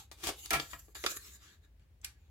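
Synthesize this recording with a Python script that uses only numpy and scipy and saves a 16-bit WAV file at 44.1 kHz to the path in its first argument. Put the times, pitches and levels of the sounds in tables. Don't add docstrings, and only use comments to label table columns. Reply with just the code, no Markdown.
import sys
import numpy as np
from scipy import signal
from scipy.fft import rfft, irfft
from scipy.io import wavfile
from scipy.ndimage import map_coordinates

SR = 44100
rng = np.random.default_rng(int(sys.argv[2]) if len(sys.argv) > 2 else 0)


def store_pcm(level_fs):
    pcm = np.round(np.clip(level_fs, -1, 1) * 32767).astype(np.int16)
    wavfile.write(sys.argv[1], SR, np.atleast_2d(pcm).T)


N = 101430
HZ, T = np.fft.rfftfreq(N, 1 / SR), np.arange(N) / SR


def amp(db):
    return 10 ** (np.asarray(db) / 20)


def evened(x):
    return x / np.sqrt(np.mean(x ** 2) + 1e-20)


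def read(points, hz):
    f, value = np.transpose(points)
    return np.interp(np.log(hz + 1), np.log(f + 1), value)


def level(points):
    s, db = np.transpose(points)
    return amp(np.interp(T, s, db)) * (T >= s[0]) * (T <= s[-1])


def hump(hz, octaves):
    return np.exp(-.5 * (np.log2((HZ + 1) / hz) / octaves) ** 2)


def treble():
    treble_hz = 5470
    return HZ ** 2 / (HZ ** 2 + treble_hz ** 2)


def delayed(x, s):
    return irfft(rfft(x) * np.exp(-2j * np.pi * HZ * s), N)


def colour(x, db):
    gain = evened(amp(db))
    log_gain = np.log(np.r_[gain, gain[-2:0:-1]])
    response = np.exp(np.conj(signal.hilbert(log_gain)))[:len(HZ)]
    return irfft(rfft(x) * response, N)


def pair(a, b, same, pan_db=0):
    mid = rfft(a) * np.sqrt((1 + same) / 2)
    side = rfft(b) * np.sqrt((1 - same) / 2)
    return irfft(np.array([mid + side, mid - side]), N) * amp([[pan_db / 2], [-pan_db / 2]])


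# pitch_hz, likeness (0-1)
MIC_LIKENESS = [(100, 1), (500, 0.84), (1200, 1), (3000, 0), (7000, 0), (15000, 1)]


def radiate(force, db, pan_db=0):
    a, b = colour(force * rng.choice([-1., 1.], (2, N)), db)
    return pair(a, b, np.clip(read(MIC_LIKENESS, HZ), 0, 1), pan_db)


def grains(per_s, spread_db):
    size = np.minimum(rng.exponential(1, N), 4)
    slips = rng.random(N) < per_s / SR
    return evened(amp(spread_db * size) * slips)


def blow(start, rise_s, decay_s):
    t = np.maximum(T - start, 0)
    return (1 - np.exp(-(t / rise_s) ** 2)) * np.exp(-t / decay_s)


# pitch_hz, level_db
FLOOR_COLOUR = [(20, -28), (33, -20), (52, 4), (70, 5.5), (100, -6), (150, -16.5), (250, -22.5), (500, -28),
                (1200, -36.5), (2200, -35), (4000, -40.5), (9000, -47.5), (16000, -43.5)]


def floor():
    floor_db, mono_hz = -60, 540
    a, b = colour(rng.standard_normal((2, N)), read(FLOOR_COLOUR, HZ))
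    return amp(floor_db) * pair(a, b, 1 / (1 + (HZ / mono_hz) ** 2), pan_db=1.4)


# pitch_hz, t60_s
ROOM_DECAY = [(100, .2), (500, .17), (1500, 0.14), (4000, 0.17), (8000, 0.16), (16000, 0.1)]
# pitch_hz, level_db
ROOM_COLOUR = [(100, -19), (350, -3), (1000, -3), (4000, -3), (8000, -3.5), (16000, -9)]


def room(x):
    tail_db, early_db, early_decay_s = -11, -3.5, 0.027
    apart_hz = 1200
    t = T[:SR // 2]
    early, late = rng.standard_normal((2, 2, len(t))) * (t > .002)
    early = early * np.exp(-t / early_decay_s)
    hz, at, z = signal.stft(late, SR, nperseg=256)
    decay = amp(-60 * at / read(ROOM_DECAY, hz)[:, None])
    late = signal.istft(z * decay, SR)[1][:, :len(t)]
    echo = (amp(early_db) * evened(early) + amp(tail_db) * evened(late)) / np.sqrt(len(t))
    sent = irfft(rfft(x) * amp(read(ROOM_COLOUR, HZ)), N)
    a, b = signal.fftconvolve(sent, echo, axes=1)[:, :N]
    return pair(a, b, 1 / (1 + (HZ / apart_hz) ** 2), pan_db=-0.1)


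# start_s, level_db, decay_s, thud_db (against level_db), left_over_right_db
PAD_KNOCKS = [(0.509, -32, 0.043, -27, 2), (.533, -27, 0.018, -10.5, 6), (.552, -30.5, 0.014, -5, -7),
              (0.7322, -38.5, 0.0058, -16, 9)]
# pitch_hz, level_db
KNOCK_COLOUR = [(30, -15), (60, 2.5), (90, -2.5), (125, -10), (170, -19.5), (210, -1.5), (280, -5),
                (420, 2), (560, -5.5), (750, 1), (1400, -3), (2200, -0.5), (3100, -0.5), (4500, -8),
                (8000, -20.5), (16000, -19.5)]
# pitch_hz, level_db, twice_t60_s (sets the width of the peak)
TABLE_MODES = [(297, 4, 0.2), (400, -32, 0.17), (683, 5.5, .18), (791, -1.5, .2), (1006, -2.5, 0.14),
               (1100, -10.5, 0.14), (1288, -0.5, 0.077), (1344, 9.5, 0.12), (1692, 6.5, .16),
               (1892, -6, 0.2), (1870, 0, 0.34), (2237, -4.5, 0.086), (2320, 4, .1), (3150, -7, 0.14)]


def knocks():
    slap_db, slap_rise_s = -5.5, 0.00017
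    thud_hz, thud_rise_s, thud_decay_s = 140.7, 0.016, 0.031
    ring = 0
    for hz, db, width_s in TABLE_MODES:
        ring = ring + amp(db) / (1 + 1j * (HZ - hz) * np.pi * width_s / np.log(1000))
    tone = read(KNOCK_COLOUR, HZ) + 20 * np.log10(abs(amp(slap_db) + ring))
    out = np.zeros((2, N))
    for s, db, decay, thud_db, pan in PAD_KNOCKS:
        out += radiate(amp(db) * blow(s, slap_rise_s, decay), tone, pan)
        thud = blow(s, thud_rise_s, thud_decay_s) * np.sin(2 * np.pi * thud_hz * (T - s))
        out += amp(db + thud_db) * thud
    return out


def patchy(x):
    patch_db, patch_s, patch_hz = 3.5, 0.048, 417
    hz, at, z = signal.stft(x, SR, nperseg=512)
    where = np.meshgrid(hz / patch_hz, at / patch_s, indexing="ij")
    field = map_coordinates(rng.standard_normal((200, 300)), where, order=1, mode="wrap")
    return signal.istft(z * amp(patch_db * evened(field)), SR)[1][:, :N]


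# time_s, level_db
SLIDE_STROKES = [
    [(0, -49.5), (.025, -60.5), (.045, -66), (.07, -85)],
    [(.12, -57.5), (.17, -75), (.35, -66), (.395, -50.5), (.42, -55), (.46, -48), (.472, -60.5), (.51, -53)],
    [(.6, -50.5), (.65, -56), (.69, -56.5), (.714, -51.5), (.74, -54.5), (.78, -65.5), (.797, -51.5),
     (.81, -66), (.86, -68), (.93, -71.5)],
    [(.948, -53), (.954, -50), (.99, -52.5), (1.025, -53), (1.085, -48), (1.117, -40), (1.128, -49.5),
     (1.16, -50), (1.171, -38), (1.182, -60.5), (1.24, -55.5), (1.275, -53.5), (1.3, -58), (1.365, -57.5),
     (1.39, -98)],
    [(1.18, -68.5), (1.33, -70.5), (1.39, -71), (1.43, -59.5), (1.55, -68.5), (1.6, -89), (1.65, -70),
     (1.7, -109.5)],
    [(1.78, -97.5), (1.82, -78), (1.88, -95.5), (2.01, -107), (2.04, -59), (2.1, -68), (2.16, -83),
     (2.22, -81), (2.3, -81.5)],
]
# sheet_flutter_db, body_db, treble_db
SLIDE_TONE = [(19, -10, -7), (18, -17.5, 5), (11.5, -3.5, 9.5), (-2, 2, 4), (2.5, 4, -11),
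              (15.5, 4.5, -17.5)]
# pitch_hz, level_db
SLIDE_COLOUR = [(100, -9), (280, 0), (450, -1.5), (650, -18.5), (1000, -6.5), (1600, 1.5), (2100, 1),
                (3000, 0.5), (4000, 4), (5500, -3.5), (7200, 8.5), (9000, -9.5), (11300, 3), (16000, -8.5)]


def slides():
    slips_per_s, spread_db = 16000, 0.9
    flutter_shape = hump(810, octaves=0.15)
    body_shape = hump(1700, octaves=0.17)
    out = np.zeros((2, N))
    for stroke, (flutter, body, high) in zip(SLIDE_STROKES, SLIDE_TONE):
        tone = read(SLIDE_COLOUR, HZ) + flutter * flutter_shape
        tone = tone + body * body_shape + high * treble()
        out += radiate(level(stroke) * grains(slips_per_s, spread_db), tone, pan_db=0.8)
    return out


# start_s, level_db, rise_s, decay_s, bass_db, treble_db,
# left_over_right_db, ring_hz, ring_db
PAPER_FLICKS = [ (0.1143, -44.5, 0.00025, 0.0077, -3, 1, 6.5, 845, 9),
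                (0.2887, -31.5, 0.00079, 0.0093, 10, -13, 5, 558, 3),
                (.458, -35, 0.00083, .003, -23, 7.5, 4.5, 3600, 0),
                (0.506, -24, 0.00048, 0.0054, -10.5, 18.5, 0, 1800, 15.5),
                (0.531, -28, 0.00047, 0.021, -6, 20, -0.5, 1980, 17.5),
                (0.597, -25.5, 0.0014, 0.0044, 5, -6.5, 2.5, 3760, 8),
                (0.712, -47, 0.00096, 0.0039, -24, 9.5, 3, 3000, -12.5),
                (0.882, -54, 0.00054, 0.0067, 13, -44, 3, 417, 7.5),
                (0.9521, -44.5, 0.00025, 0.013, -6.5, -24, 1.5, 1510, 0),
                (1.0393, -29.5, 0.00037, 0.0036, -2, -9.5, 6, 2300, 5.5),
                (1.0448, -30.5, 0.0013, 0.005, 8, -14, -3.5, 490, 5.5),
                (1.0627, -21, 0.00045, 0.0046, -10, -8.5, -2, 1176, 3.5),
                (1.119, -42.5, 0.00045, 0.0043, -11, -4, 5, 520, 14),
                (1.164, -55, 0.0005, 0.0065, 10, 1, -13, 1360, 4),
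                (1.796, -70.5, 0.00022, 0.0046, 2.5, 5.5, -1, 2070, 9),
                (2.015, -60, .0003, 0.004, -22, 15, -1, 7000, 12),
                (2.0444, -23.5, 0.0021, 0.0035, -29, 13, -3, 2100, 9)]
# pitch_hz, level_db
FLICK_COLOUR = [(50, -21.5), (160, -21), (270, -3), (370, 1), (480, 0), (600, -4.5), (1100, -2),
                (1700, -2.5), (2400, -2), (4500, 0.5), (7400, -7), (11000, -8.5), (16000, -20.5)]


def flicks():
    crack_db, crack_soften_s = 14, .0012
    bass = 1 / (1 + (HZ / 770) ** 2)
    body, top = read(FLICK_COLOUR, HZ), treble()
    crackle = grains(per_s=9000, spread_db=1)
    out = np.zeros((2, N))
    for s, db, rise, decay, low, high, pan, ring_hz, ring_db in PAPER_FLICKS:
        tone = body + low * bass + high * top + ring_db * hump(ring_hz, octaves=0.31)
        out += radiate(amp(db) * blow(s, rise, decay) * crackle, tone, pan)
        crack = colour(signal.unit_impulse(N, round((s + rise) * SR)), tone)
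        out += amp(db + crack_db) * np.exp(-rise / crack_soften_s) * crack
    return out


# time_s, level_db
PEEL_LEVEL = [(.17, -68), (.2, -57.5), (.226, -54.5), (.241, -36), (.256, -43), (.272, -33), (.285, -35.5),
              (.296, -36.5), (.312, -51.5), (.345, -60.5)]
# pitch_hz, level_db
PEEL_COLOUR = [(60, 0), (170, -8), (240, -7), (320, 2), (520, -6), (750, -5.5), (1800, -4.5), (2800, -0.5),
               (6000, -4), (10000, -6), (16000, -16)]


def peel():
    snaps = grains(per_s=3400, spread_db=1)
    return radiate(level(PEEL_LEVEL) * snaps, read(PEEL_COLOUR, HZ), pan_db=1.9)


# delay_s, level_db
NEAR_ECHOES = [(.0009, -20.5), (.0024, -21)]


def scene():
    left_lag_s = .000145
    paper = knocks() + patchy(slides()) + flicks() + peel()
    near = paper + sum(amp(db) * delayed(paper, s) for s, db in NEAR_ECHOES)
    direct = np.array([delayed(near[0], left_lag_s), near[1]])
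    return floor() + room(paper) + direct


def record(dry):
    low_cut_hz, edge_hz = 32, 16200
    low_cut = signal.butter(2, low_cut_hz, "high", fs=SR, output="sos")
    band_limit = signal.firwin(511, edge_hz, window=("kaiser", 9), fs=SR)
    return signal.oaconvolve(signal.sosfilt(low_cut, dry), band_limit[None], "same")


dry = scene()
out = record(dry)
store_pcm(out)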